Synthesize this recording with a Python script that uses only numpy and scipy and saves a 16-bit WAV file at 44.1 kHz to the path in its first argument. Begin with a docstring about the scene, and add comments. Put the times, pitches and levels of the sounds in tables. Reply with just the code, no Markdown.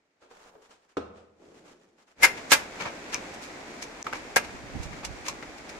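"""Masonry work at arm's length: contact noise, modal ringing and diffuse reflection. First a clay brick is
dragged out of sand, thumped on end and twisted: coloured noise under friction envelopes. Then the outdoor
background of filtered noise rises quickly, and a steel trowel chops three times: grit bursts crunch and
decaying sine modes ring. Fingers and blade scuff, knock and snap the pieces, and nearby walls echo. Late in the
scene a gust of low-frequency noise buffets the microphone."""
import sys
import numpy as np
from scipy import signal
from scipy.fft import rfft, irfft, next_fast_len
from scipy.io import wavfile
from scipy.ndimage import uniform_filter1d, minimum_filter1d

SR = 44100
rng = np.random.default_rng(int(sys.argv[2]) if len(sys.argv) > 2 else 0)


def wav_record(signal):
    """Record a signal, one row per channel, as 16-bit PCM in the file named by sys.argv[1]."""
    frames = np.transpose(np.atleast_2d(signal))
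    bounded = np.clip(frames, -1, 1)
    # unit amplitude maps onto the largest positive 16-bit level
    quanta = np.round(bounded * 32767).astype(np.int16)
    wavfile.write(sys.argv[1], SR, quanta)


N = 255337
TIME = np.arange(N) / SR

# Rise, fall, attack, release, build and die times are exponential time constants.
# Spectra list relative levels; noise made from them is scaled to rms 1. L-R is left minus right.

# Outdoor rush spectrum: f/Hz, level/dB
RUSH_SPECTRUM = [(15, -42), (25, -9), (44, -11), (122, -11), (297, -0.5), (421, -3.5), (804, -4.5),
                 (1140, -9), (2300, -8), (2920, -16.5), (7100, -20.5), (9300, -31.5), (12200, -39),
                 (13900, -44), (15500, -62)]
# Wind buffeting spectrum: f/Hz, level/dB
BUFFET_SPECTRUM = [(12, -23), (25, -16), (48, 0), (90, -7.5), (160, -10.5), (300, -19), (800, -68)]
# Coherence of left and right in noise: f/Hz, correlation
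STEREO_CORRELATION = [(40, 0.9), (120, 1), (250, 0.94), (450, 0.68), (1000, 0.19), (2000, -0.012),
                      (3500, -0.041), (7000, 0.018), (12000, 0.068)]
# Gust eddies thumping the microphone: t/s, level/dB
EDDIES = [(4.55, -47), (4.64, -42), (4.759, -28.5), (4.802, -29.5), (4.86, -43), (4.91, -42), (5.11, -44)]
# Friction of the sliding face: f/Hz, level/dB
SLIDE_SPECTRUM = [(50, -11), (130, -18.5), (190, -7), (280, -8), (480, -1), (750, -1.5), (1200, -5.5),
                  (1700, -12), (3000, -36)]
# Friction of the loaded, twisting end: f/Hz, level/dB
TWIST_SPECTRUM = [(50, -14), (130, -9.5), (220, -1.5), (340, 3.5), (520, -0.5), (700, -6.5), (1200, -18),
                  (3000, -55)]
# Hiss of loose sand grains: f/Hz, level/dB
SAND_SPECTRUM = [(400, -53), (800, -7), (1300, -4.5), (2400, -8), (4200, -13.5), (7000, -13.5), (9000, -23),
                 (12000, -31.5), (15000, -50)]
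# Brick moving in sand, lifted out, then twisted on end: start t/s, full effort/s, rubbing level/dB
MOVES = [(.325, 0.22, -60.5), (1.425, 0.25, -55.5)]
# Grains spilled by each shove: start t/s, length/s, hiss level/dB
SPILLS = [(0.212, 0.035, -67.5), (0.307, 0.069, -61.5), (0.396, 0.1, -59.5), (0.623, .04, -61),
          (0.697, .04, -62.5), (.825, 0.03, -71.5), (.895, 0.031, -67.5), (1.547, 0.041, -61),
          (1.66, 0.065, -58), (1.816, 0.027, -66), (1.984, 0.045, -64.5), (2.08, 0.04, -64)]
# Brick bumping in sand: t/s, level/dB, rise/s, fall/s, treble tilt/(dB per octave)
BUMPS = [(.22, -56, 0.0028, 0.059, 2.5), (0.311, -50.5, 0.001, 0.016, 1.5),
         (0.554, -47.5, 0.0039, 0.013, -4), (0.709, -54, 0.0024, 0.032, 5.5),
         (0.9705, -21, 0.000613, 0.0085, -0.5), (1.17, -53.5, 0.019, 0.041, 3),
         (1.413, -56, 0.0026, 0.027, -8)]
# Sand-softened thud spectrum: f/Hz, level/dB
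THUD_SPECTRUM = [(35, -24), (90, -15), (170, -14.5), (280, -3), (480, 3), (720, -3), (950, -7), (1350, -8),
                 (1900, -19), (2600, -18.5), (5000, -28), (8000, -34), (14000, -65)]
# Ground modes under the heaviest bump: f/Hz, level/dB, t60/s, L-R/dB
GROUND_MODES = [(80.9, -48, 0.92, 0), (278, -25.5, 0.1, 8), (411, -20.5, 0.069, -6), (507, -31, 0.049, 13)]
# Skin and steel rubbing on clay: f/Hz, level/dB
SCUFF_SPECTRUM = [(60, -23), (170, -15), (330, -14.5), (1000, -0.5), (1600, -1.5), (2300, 3.5),
                  (3300, -4.5), (6500, -4.5), (9000, -15), (13000, -25), (15500, -40)]
# Scuffs of fingers and blade: t/s, level/dB, fall/s, treble tilt/(dB per octave), L-R/dB
SCUFFS = [(2.378, -37.5, 0.017, -2.5, 1.5), (2.51, -28.5, .01, 3, -15), (2.811, -32.5, .03, -3.5, 2.5),
          (2.862, -29, .022, -6.5, 0), (3.135, -31.5, 0.017, -0.5, 3), (3.342, -44.5, 0.0097, 5, 0),
          (3.433, -42, 0.033, 2, 0), (3.827, -35, .012, 3, 0), (4.155, -39.5, .025, -1.5, -3),
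          (4.447, -39.5, .011, -2, -3), (4.834, -41, 0.019, 3, -2), (4.93, -41, .01, -6, 6),
          (5.051, -30, 0.0075, 4, -3.5), (5.266, -35, 0.021, .5, 0), (5.286, -28.5, 0.0095, 3.5, -2),
          (5.582, -43.5, 0.0075, .5, 2.5), (5.695, -42.5, 0.013, 2, 0)]
# Clay pieces knocking: t/s, touch level/dB, ring f/Hz, ring level re touch/dB, ring t60/s
KNOCKS = [(3.1454, -35.5, 2310, 14.5, .03), (4.067, -32, 1130, 12, 0.028),
          (4.1282, -30.5, 1500, 8.5, 0.028), (5.034, -34.5, 1220, -11, .03),
          (5.283, -41.5, 1024, 12, 0.079), (5.425, -39.5, 2130, 8.5, .031)]
# Hard points of clay snapping: t/s, level before the onset ramp/dB, L-R/dB
SNAPS = [(3.1446, -5, 3.5), (4.0274, -16, 5), (4.362, -11.5, 13), (5.0506, -40, -8), (5.285, -18, -9),
         (5.2855, -13.5, 2)]
# Crumbling clay spectrum: f/Hz, level/dB
CRUNCH_SPECTRUM = [(60, -49), (150, -19), (260, -10.5), (450, -6.5), (750, -4.5), (1400, 2.5), (2300, 6),
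                   (3300, -2), (4500, -1), (6000, 1.5), (8000, -3), (11500, -5.5), (13000, -11),
                   (15500, -17)]
# Brick modes under the blade: f/Hz, level/dB, t60/s, L-R/dB
BRICK_MODES = [(397, -50, 0.034, -24), (544, -20.5, 0.18, 7), (642, -25.5, 0.11, 0), (775, -8.5, 0.045, -4),
               (949, -9.5, 0.029, 12.5), (1393, -8, 0.015, 16), (1658, 0, 0.058, 2), (1790, -22, .06, -9),
               (2020, -24, 0.023, 18), (2125, 1, 0.027, 4.5), (2125, -6, 0.04, 22), (2408, -16, 0.12, -11),
               (2724, -23, 0.21, -1), (2934, -26, 0.073, -18), (3870, -40, 0.094, 11),
               (5480, -16, 0.022, 6), (5500, -27, 0.026, -7), (7200, -31.5, 0.059, 16),
               (12400, -44, .05, -4)]
# Trowel contacts: t/s, level/dB, rise/s, crushing time/s, fall/s, treble tilt/(dB per octave),
# ring level re crunch/dB, bite (upper modes re lower)/dB
CHOPS = [(2.224, -29, .0052, 0.0088, .0056, -0.5, -4, 8),
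         (2.233, -10.5, .0018, 0.017, 0.0047, -1.16, -4, 6.5),
         (2.519, -5.5, .0012, 0.011, 0.0066, -1.5, -8, 0), (4.3604, -21, .00057, 0.00069, 0.0019, 2, 4, -5),
         (4.3652, -13, .0003, 0.00083, 0.0083, -3, 3, -3)]

# The background is faint at first, rises quickly just before the chops, then slowly sinks.
CALM_DB, RUSH_DB, RUSH_SAG_DB_PER_S = -73.5, -41.5, 0.67
RUSH_FULL_S, RUSH_SWELL_S = 2.209, 0.062
# A gust builds and dies back to a light breeze.
GUST_S, GUST_BUILD_S, GUST_DIE_S = 4.86, .24, 0.33
GUST_DB, BREEZE_DB, GUST_PAN_DB = -46, -68, -6
EDDY_RISE_S, EDDY_FALL_S = 0.0089, 0.012
MOVE_ATTACK_S, MOVE_RELEASE_S = 0.036, 0.2
SPILL_ATTACK_S, SPILL_RELEASE_S = 0.0095, 0.017
TRICKLE_DB, SHOVE_DB = -9, -3.5  # hiss that goes with any rubbing; rubbing that goes with each spill
SCUFF_RISE_SHARE = .45  # rise as a share of fall
KNOCK_RISE_S, KNOCK_FALL_S, KNOCK_CONTACT_S = .0012, 0.018, .0005
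KNOCK_TILT_DB, KNOCK_PAN_DB = -6, 2  # tilt per octave
SNAP_HZ, SNAP_RISE_S, SNAP_T60_S = 5950, 0.00013, 0.003
UPPER_MODES_HZ = 1900
NEAR_RING_DB, WALL_RING_DB = -7, -2.5  # ring, against the grit, sent to the ground and to the walls
DIP_S, DIP_LENGTH_S, DIP_EDGE_S, DIP_DB = 4.028, .016, .004, -22
CEILING, TOP_HZ = .86, 15500


def undb(db):
    """Amplitude ratio of a level in decibels."""
    return 10 ** (np.asarray(db) / 20)


def unit(x):
    """Normalise the mean-square amplitude to one."""
    return x / np.sqrt(np.mean(x ** 2))


def across(points, hz):
    """Interpolate a spectrum linearly along a logarithmic frequency axis."""
    f, value = np.transpose(points)
    return np.interp(np.log(hz + 1), np.log(f), value)


def pan(db):
    """Interaural level difference, split evenly between left and right gains."""
    return undb(np.array([[db], [-db]]) / 2)


def add(out, start, x):
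    """Linear superposition: mix x in from a start time."""
    i = max(int(start * SR), 0)
    out[:, i:i + x.shape[1]] += x[:, :N - i]


def swell(start, hold, attack, release):
    """Exponential growth up to the start time, a plateau, then exponential decay."""
    before = np.minimum(TIME - start, 0)
    after = np.maximum(TIME - start - hold, 0)
    return np.exp(before / attack - after / release)


def walk(rate):
    """Smoothed random fluctuation with a spread near 1 and about `rate` new values a second."""
    k = int(SR / rate)
    return uniform_filter1d(np.repeat(rng.standard_normal(N // k + 1), k), k)[:N]


def noise(points, size, tilt_db=0, grain_db=0):
    """Spectral shaping of partly coherent stereo noise, rms 1; uneven short grains make it gritty."""
    hz = np.fft.rfftfreq(size, 1 / SR)
    grains = np.minimum(rng.exponential(size=size // 16 + 1), 5.5)
    grit = undb(grain_db * np.repeat(grains, 16)[:size])
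    mid, side = rfft(rng.standard_normal((2, size)) * grit)
    # the mid-to-side energy ratio sets the correlation of the two channels
    alike = np.clip(across(STEREO_CORRELATION, hz), -.95, .95)
    mid, side = mid * np.sqrt(1 + alike), side * np.sqrt(1 - alike)
    tilt = tilt_db * np.log2(np.clip(hz, 400, 8000))
    gain = undb(across(points, hz) + tilt)
    return unit(irfft(np.array([mid + side, mid - side]) * gain, size))


def steady(points, grain_db=0):
    """Stationary coloured noise for the whole scene."""
    return noise(points, next_fast_len(N, True), 0, grain_db)[:, :N]


def burst(points, rise, hold, fall, tilt_db, grain_db, slip_db, size=16384):
    """Transient friction: grit swells, holds and dies in uneven slips. Returns lead time and sound."""
    lead = 4 * rise
    t = np.arange(size) / SR - lead
    shape = np.exp(np.minimum(t, 0) / rise - np.maximum(t - hold, 0) / fall)
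    slips = np.repeat(rng.uniform(-1, 1, size // 64), 64)
    slip_gain = unit(undb(slip_db * uniform_filter1d(slips, size=16)))
    return lead, shape * slip_gain * noise(points, size, tilt_db, grain_db)


def ring(modes, push, rise, rattle, size=32768):
    """Modal superposition: sines last through the push, then decay; a rattling contact wanders their phase."""
    t, out = np.arange(size) / SR, 0
    for hz, db, t60, pan_db in modes:
        wander = rattle * np.cumsum(rng.standard_normal(size)) / np.sqrt(SR)
        phase = rng.uniform(0, 2 * np.pi) + wander
        # the left ear hears it slightly later, give or take a random phase
        ears = np.array([[0], [rng.normal(0, 0.053) + hz / 5000]])
        onset = 1 - np.exp(-t / rise)
        decay = np.exp(-np.log(1000) * np.maximum(t - push, 0) / t60)
        out = out + undb(db) * pan(pan_db) * onset * decay * np.sin(2 * np.pi * hz * t + phase + ears)
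    return out


def echo(x, low_t60, high_t60, size=40000):
    """Diffuse reverberation: convolution with noise decaying octave by octave, treble first."""
    t, hz = np.arange(size) / SR, np.fft.rfftfreq(size, 1 / SR)
    white = rfft(noise([(20, 0), (20000, 0)], size))
    octave = np.clip(np.log2((hz + 1) / 125), 0, 7)
    tail = 0
    for k, t60 in enumerate(np.geomspace(low_t60, high_t60, num=8)):
        band = irfft(white * np.maximum(1 - abs(octave - k), 0), size)
        tail = tail + band * np.exp(-np.log(1000) * t / t60)
    tail = tail * (1 - np.exp(-t / 0.0012))
    return signal.fftconvolve(x, tail / np.sqrt(np.sum(tail ** 2) / 2), axes=1)[:, :N]


def outdoors():
    """Broadband rush, and turbulent pressure from a gust at two independent ports, mostly the right."""
    risen = np.clip(1 + (TIME - RUSH_FULL_S) / RUSH_SWELL_S, 0, 1)
    sinking_db = RUSH_DB - RUSH_SAG_DB_PER_S * (TIME - RUSH_FULL_S)
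    rush_db = CALM_DB + risen * (sinking_db - CALM_DB)
    rush = undb(rush_db + 1.0 * walk(15)) * steady(RUSH_SPECTRUM, grain_db=1.34)
    gust = undb(GUST_DB) * swell(GUST_S, 0, GUST_BUILD_S, GUST_DIE_S) + undb(BREEZE_DB) * risen
    eddies = sum(undb(db) * swell(s, 0, EDDY_RISE_S, EDDY_FALL_S) for s, db in EDDIES)
    flutter = undb(1.6 * walk(35))
    # a separate noise for each port
    ports = np.array([steady(BUFFET_SPECTRUM)[side] for side in range(2)])
    return rush + (gust + eddies) * flutter * pan(GUST_PAN_DB) * ports


def dragging():
    """Dry friction: the brick rubs dully on packed sand in uneven slips; grains crackle with each shove."""
    lift, twist = (undb(db) * swell(s, hold, MOVE_ATTACK_S, MOVE_RELEASE_S) for s, hold, db in MOVES)
    spill_power = sum((undb(db) * swell(s, hold, SPILL_ATTACK_S, SPILL_RELEASE_S)) ** 2
                      for s, hold, db in SPILLS)
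    spill = np.sqrt(spill_power)
    slide = np.hypot(lift, undb(SHOVE_DB) * spill)
    rub = slide * steady(SLIDE_SPECTRUM, grain_db=3.0) + twist * steady(TWIST_SPECTRUM, grain_db=1.0)
    hiss = np.hypot(spill, undb(TRICKLE_DB) * (lift + twist))
    grains = hiss * steady(SAND_SPECTRUM, grain_db=2.0)
    return undb(0.68 * walk(45.4)) * rub + undb(0.89 * walk(70)) * grains


def bumps():
    """Damped impact: sand softens bumps to thuds that the walls return; the heaviest shakes the ground."""
    out = np.zeros((2, N))
    for s, db, rise, fall, tilt_db in BUMPS:
        lead, thud = burst(THUD_SPECTRUM, rise, 0, fall, tilt_db, grain_db=1.0, slip_db=3.0)
        add(out, s - lead, undb(db) * thud)
    out = out + undb(-6) * echo(out, low_t60=1.07, high_t60=0.37)
    heaviest = max(BUMPS, key=lambda row: row[1])
    add(out, heaviest[0], ring(GROUND_MODES, 0, rise=0.0038, rattle=2.3))
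    return out


def scuffs():
    """Sliding friction: fingers and blade make short gritty touches on the brick."""
    out = np.zeros((2, N))
    for s, db, fall, tilt_db, pan_db in SCUFFS:
        rise = SCUFF_RISE_SHARE * fall
        lead, touch = burst(SCUFF_SPECTRUM, rise, 0, fall, tilt_db, grain_db=2.5, slip_db=-3.0)
        add(out, s - lead, undb(db) * pan(pan_db) * touch)
    return out


def knocks():
    """Impact excitation: each knock of clay pieces is a gritty touch and one briefly ringing mode."""
    out = np.zeros((2, N))
    for s, db, hz, ring_db, t60 in KNOCKS:
        lead, touch = burst(SCUFF_SPECTRUM, KNOCK_RISE_S, 0, KNOCK_FALL_S, KNOCK_TILT_DB,
                            grain_db=2.5, slip_db=4.5)
        add(out, s - lead, undb(db) * pan(KNOCK_PAN_DB) * touch)
        mode = (hz, db + ring_db, t60, KNOCK_PAN_DB)
        add(out, s, ring([mode], 0, rise=KNOCK_CONTACT_S, rattle=22.0, size=4096))
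    return out


def snaps():
    """Brittle fracture: hard points of clay snap with a sharp click, one very short high mode."""
    out = np.zeros((2, N))
    for s, db, pan_db in SNAPS:
        mode = (SNAP_HZ, db, SNAP_T60_S, pan_db)
        add(out, s, ring([mode], 0, rise=SNAP_RISE_S, rattle=11.0, size=4096))
    return out


def trowel():
    """Forced modal vibration: the blade crushes clay and drives the brick; returns crunch and ring."""
    crunches, rings = np.zeros((2, 2, N))
    for s, db, rise, crush, fall, tilt_db, ring_db, bite_db in CHOPS:
        lead, crunch = burst(CRUNCH_SPECTRUM, rise, crush, fall, tilt_db, grain_db=-2.0, slip_db=3.5)
        add(crunches, s - lead, undb(db) * crunch)
        # where the blade bites sets the balance of the modes
        modes = [(hz, mode_db + bite_db * (hz > UPPER_MODES_HZ), t60, pan_db)
                 for hz, mode_db, t60, pan_db in BRICK_MODES]
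        add(rings, s, undb(db + ring_db) * ring(modes, crush, rise=0.001, rattle=11.9, size=8192))
    return crunches, rings


def dip():
    """Amplitude modulation: the level dips briefly once and comes back."""
    inside = np.minimum(TIME - DIP_S, DIP_S + DIP_LENGTH_S - TIME)
    return undb(DIP_DB * np.clip(inside / DIP_EDGE_S, 0, 1))


def scene():
    """Superposition of the air, the work, and its reflections from the ground and the walls."""
    background = outdoors() + dragging() + bumps()
    crunches, rings = trowel()
    grit = crunches + scuffs() + knocks() + snaps()
    near = undb(-10.0) * echo(grit + undb(NEAR_RING_DB) * rings, low_t60=0.23, high_t60=0.072)
    walls = undb(-18) * echo(grit + undb(WALL_RING_DB) * rings, low_t60=0.61, high_t60=0.2)
    return (background + grit + rings + near + walls) * dip()


def record(dry):
    """Peak limiting by a fast smoothed gain, then an elliptic low-pass that cuts the top."""
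    headroom = np.minimum(1, CEILING / (np.abs(dry).max(axis=0) + 1e-9))
    gain = uniform_filter1d(minimum_filter1d(headroom, size=100), size=100)
    low_pass = signal.ellip(8, .2, 70, TOP_HZ, fs=SR, output="sos")
    return signal.sosfilt(low_pass, dry * gain)


dry = scene()
out = record(dry)
wav_record(out)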